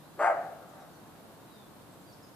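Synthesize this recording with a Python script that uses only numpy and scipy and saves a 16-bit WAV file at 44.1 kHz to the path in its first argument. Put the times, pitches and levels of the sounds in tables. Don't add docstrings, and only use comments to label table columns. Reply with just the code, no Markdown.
import sys
import numpy as np
from scipy import signal
from scipy.fft import rfft, irfft
from scipy.io import wavfile
from scipy.ndimage import uniform_filter1d

SR = 44100
rng = np.random.default_rng(int(sys.argv[2]) if len(sys.argv) > 2 else 0)


def to_wav(s):
    ch = np.atleast_2d(s).T
    pcm = np.round(np.clip(ch, -1, 1) * 32767)
    wavfile.write(sys.argv[1], SR, pcm.astype(np.int16))


N = 103635
TIME = np.arange(N) / SR


def amp(db):
    return 10 ** (np.asarray(db) / 20)


def unit(x):
    return x / np.sqrt(np.mean(x ** 2) + 1e-20)


def at_hz(points, hz):
    f, value = np.transpose(points)
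    return np.interp(np.log(hz + 1), np.log(f + 1), value)


def over_time(points):
    return np.interp(TIME, *np.transpose(points))


def coloured(x, points):
    return irfft(rfft(x) * amp(at_hz(points, np.fft.rfftfreq(N, 1 / SR))), N)


def wander(rate_hz):
    f = np.fft.rfftfreq(N, 1 / SR)
    return unit(irfft(rfft(rng.standard_normal(N)) / (1 + (f / rate_hz) ** 4), N))


def shaky_phase(hz, jitter, rate_hz):
    return 2 * np.pi * np.cumsum(hz * (1 + jitter * wander(rate_hz))) / SR


def pair(a, b, same):
    return np.array([a, same * a + np.sqrt(1 - same ** 2) * b])


def scatter(x, t60, same, delay_s=0, build_s=0.01):
    hz, t, (a, b) = signal.stft(rng.standard_normal((2, N)), SR, nperseg=256)
    life, same = (at_hz(v, hz)[:, None] if np.ndim(v) else v for v in (t60, same))
    tail = signal.istft(pair(a, b, same) * amp(-60 * t / life), SR, nperseg=256)[1][:, :N]
    tail *= 1 - np.exp(-TIME / build_s)
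    tail = np.pad(tail / np.linalg.norm(tail[0]), ((0, 0), (round(delay_s * SR), 0)))
    return signal.fftconvolve(x[None], tail, axes=1)[:, :N]


# frequency in Hz, relative level in dB.
HUSH_COLOUR = [(15, -49), (25, -30), (69, -10.5), (92, -7), (124, -1.5), (184, -1), (253, -3.5), (297, -1),
               (388, -8), (480, -6.5), (1070, -10), (1220, -13.5), (1550, -15.5), (2130, -22), (3260, -23),
               (3830, -22), (5710, -28), (12000, -25.5), (14500, -26)]
# frequency in Hz, left-right likeness from 0 to 1.
HUSH_LIKENESS = [(30, 0.41), (60, 0.88), (130, 0.72), (290, 0.66), (630, 0.67), (1390, 0.38), (3050, 0),
                 (14000, 0)]

def hush(level_db=-52.5, patch_db=0.06, swell_db=-0.22):
    hz = np.fft.rfftfreq(2048, 1 / SR)
    frames = N // 512 + 5
    a, b, c, d, patches = rng.standard_normal((frames, len(hz), 5)).T
    patches = unit(uniform_filter1d(uniform_filter1d(patches, size=8, axis=0), size=10, axis=1))
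    swell = unit(uniform_filter1d(rng.standard_normal(frames), size=30))
    bands = pair(a + 1j * b, c + 1j * d, at_hz(HUSH_LIKENESS, hz)[:, None])
    bands *= amp(at_hz(HUSH_COLOUR, hz)[:, None] + patch_db * patches + swell_db * swell)
    return amp(level_db) * unit(signal.istft(bands, nperseg=2048, noverlap=1536)[1][:, :N])


def whine(hz=11999, level_db=-83):
    return amp(level_db) * np.sin(2 * np.pi * hz * TIME)


# start in seconds, length in seconds, opening pitch in Hz,
# closing pitch in Hz, mid-glide sag in Hz, relative level in dB.
BIRD_NOTES = [(0.022, .05, 3550, 4400, 11, -67), (.685, 0.027, 8200, 5400, 12, -63),
              (0.789, .04, 6500, 5200, 157, -65), (.80, 0.029, 3850, 3700, 0, -65.5),
              (0.925, .028, 7400, 5550, 400, -64), (.93, 0.06, 4400, 4350, -2, -68),
              (1.037, 0.027, 6900, 5700, 0, -69), (1.351, 0.039, 4450, 4350, 5, -71),
              (1.39, .07, 3700, 3650, 6, -72), (1.466, 0.2, 4050, 3430, 48, -62),
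              (1.529, 0.042, 4600, 4550, -280, -65), (1.762, .06, 3600, 3750, 2, -71),
              (1.912, 0.03, 8000, 8000, -80, -63.5), (1.917, .028, 7100, 5900, 0, -75),
              (1.97, 0.022, 7900, 8150, -2, -72), (2.0, .03, 7650, 7150, 0, -66),
              (2.006, 0.03, 6700, 5900, -2, -69), (2.057, 0.099, 4960, 4520, 151, -60.5),
              (2.113, 0.033, 7000, 5900, -2, -66), (2.121, 0.024, 5700, 5200, 120, -58.5),
              (2.215, 0.039, 7600, 5900, 2, -67), (2.224, 0.033, 5600, 4870, 150, -56.5),
              (2.259, 0.047, 6400, 6150, -380, -68), (2.276, .02, 5550, 5300, 0, -68),
              (2.332, .03, 5250, 5600, 0, -64)]

def birds(direct_db=-7, wet_db=-7.5, waver_depth=0.00693):
    song = np.zeros(N)
    waver = 1 + waver_depth * wander(rate_hz=200)
    for start, length, from_hz, to_hz, sag_hz, db in BIRD_NOTES:
        progress = np.clip((TIME - start) / length, 0, 1)
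        arch = np.maximum(np.sin(np.pi * progress), 0)
        hz = (from_hz + (to_hz - from_hz) * progress - sag_hz * arch) * waver
        song += amp(db) * np.sqrt(2 * arch) * np.sin(2 * np.pi * np.cumsum(hz) / SR)
    return amp(direct_db) * song + amp(wet_db) * scatter(song, t60=0.35, same=0)


# time in seconds, effort in dB.
BARK_EFFORT = [(.168, -76), (.188, -43), (.197, -31.5), (.21, -24.5), (.235, -23.5), (.262, -21.5),
               (.29, -24), (.322, -28), (.338, -45), (.375, -70)]
# time in seconds, pitch in Hz.
VOICE_PITCH = [(.172, 417.6), (.19, 563.4), (.203, 620.5), (.24, 662.4), (.272, 755.7), (.30, 678.7),
               (.33, 648.7), (.375, 633)]
# time in seconds, level in dB relative to the effort.
VOICE_RIDE = [(.18, -3), (.225, -4), (.27, -0.5), (.32, 3.5)]
# relative level of a harmonic in dB, fundamental first.
VOICE_HARMONICS = [2, -9, -19.5, -38]
# time in seconds, level in dB.
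GRUNT_RIDE = [(.165, -76), (.178, -53), (.192, -51), (.235, -51.5), (.26, -57.5)]
# frequency in Hz, relative level in dB.
RASP_COLOUR = [(120, -74), (230, -53), (310, -20), (500, -8.5), (640, -0.5), (820, 1.5), (1000, -6),
               (1170, 1), (1400, -3.5), (1800, -9.5), (2150, -15.5), (2650, -25.5), (3300, -36),
               (4600, -49), (6200, -55), (12000, -76.5)]
# frequency in Hz, relative level in dB.
EDGE_COLOUR = [(2500, -26), (4200, -6), (5600, -5), (6300, -2.5), (7400, -1.5), (9000, -1.5), (11000, -14),
               (14500, -14)]

def elk(grunt_hz=339.3, flutter_hz=107.82, flutter_depth=0.48, rasp_trim_db=-2, edge_peak_db=-50):
    effort = over_time(BARK_EFFORT)
    sounding = (TIME > BARK_EFFORT[0][0]) & (TIME < BARK_EFFORT[-1][0])
    flutter = unit(1 + flutter_depth * np.cos(shaky_phase(flutter_hz, jitter=0.3, rate_hz=flutter_hz)))
    phase = shaky_phase(over_time(VOICE_PITCH), jitter=0.0509, rate_hz=139)
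    voice = unit(flutter * sum(amp(db) * np.sin(k * phase) for k, db in enumerate(VOICE_HARMONICS, 1)))
    grunt = unit(flutter * np.sin(shaky_phase(grunt_hz, jitter=0.098, rate_hz=139)))
    rasp = unit(coloured(flutter * rng.standard_normal(N), RASP_COLOUR))
    edge = unit(coloured(flutter * rng.standard_normal(N), EDGE_COLOUR))
    closing_s = np.maximum(TIME - 0.26, 0)
    rasp_db = effort + rasp_trim_db - 82 * closing_s
    edge_db = edge_peak_db + 0.72 * (effort - effort.max()) - 190 * closing_s
    voice_db = effort + over_time(VOICE_RIDE)
    body = amp(over_time(GRUNT_RIDE)) * grunt + amp(voice_db) * voice + amp(rasp_db) * rasp
    return body * sounding, amp(edge_db) * edge * sounding


# frequency in Hz, left-right likeness from 0 to 1.
NEAR_LIKENESS = [(300, 0.36), (700, 0.75), (1300, 0.39), (2300, 0.42), (4000, 0.1)]
# frequency in Hz, time to fall 60 dB in seconds.
FOREST_DECAY = [(200, 1), (450, 0.93), (700, 0.65), (1050, 0.44), (1400, 0.53), (2200, 0.49), (4000, 0.88),
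                (9000, 0.43)]
# frequency in Hz, left-right likeness from 0 to 1.
FOREST_LIKENESS = [(300, 0.79), (700, 0.84), (1300, 0.71), (2300, 0.2), (4000, .05)]

def forest(body, edge, slope_top_hz=2140):
    dull = signal.sosfilt(signal.butter(2, slope_top_hz, fs=SR, output="sos"), body)
    near = amp(-4) * scatter(body, t60=0.11, same=NEAR_LIKENESS)
    trunks = amp(-6.5) * scatter(body, t60=FOREST_DECAY, same=FOREST_LIKENESS)
    slope = amp(-21.5) * scatter(dull, t60=2.62, same=FOREST_LIKENESS)
    echo = amp(-31.5) * scatter(dull, t60=0.2, same=FOREST_LIKENESS, delay_s=0.505)
    wide_edge = scatter(edge, t60=0.022, same=0)
    edge_tail = amp(-6) * scatter(edge, t60=FOREST_DECAY, same=0)
    return body + near + trunks + slope + echo + wide_edge + edge_tail


# frequency in Hz, left minus right in dB.
BARK_PAN = [(300, 1.5), (690, 0.9), (1270, 5), (2300, -0.5), (8000, -1.5)]

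def microphones(bark, left_lead_ms=0.054):
    advance = np.exp(2j * np.pi * np.fft.rfftfreq(N, 1 / SR) * left_lead_ms / 1000)
    early = irfft(rfft(bark[0]) * advance, N)
    left = coloured(early, [(hz, db / 2) for hz, db in BARK_PAN])
    right = coloured(bark[1], [(hz, -db / 2) for hz, db in BARK_PAN])
    return np.array([left, right])


def gain_control(mix, threshold_db=-32, share=0.31, release_db_per_s=88):
    power_db = 10 * np.log10(abs(uniform_filter1d((mix ** 2).mean(0), size=900)) + 1e-12)
    fall = TIME * release_db_per_s
    held_db = np.maximum.accumulate(power_db + fall) - fall
    over_db = np.maximum(held_db - threshold_db, 0)
    return mix * amp(-share * uniform_filter1d(over_db, size=600))


def scene():
    return microphones(forest(*elk())) + birds() + hush()


def record(dry):
    high_cut = signal.firwin(1023, 14560, window=("kaiser", 9), fs=SR)
    return signal.oaconvolve(gain_control(dry) + whine(), high_cut[None], "same")


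dry = scene()
out = record(dry)
to_wav(out)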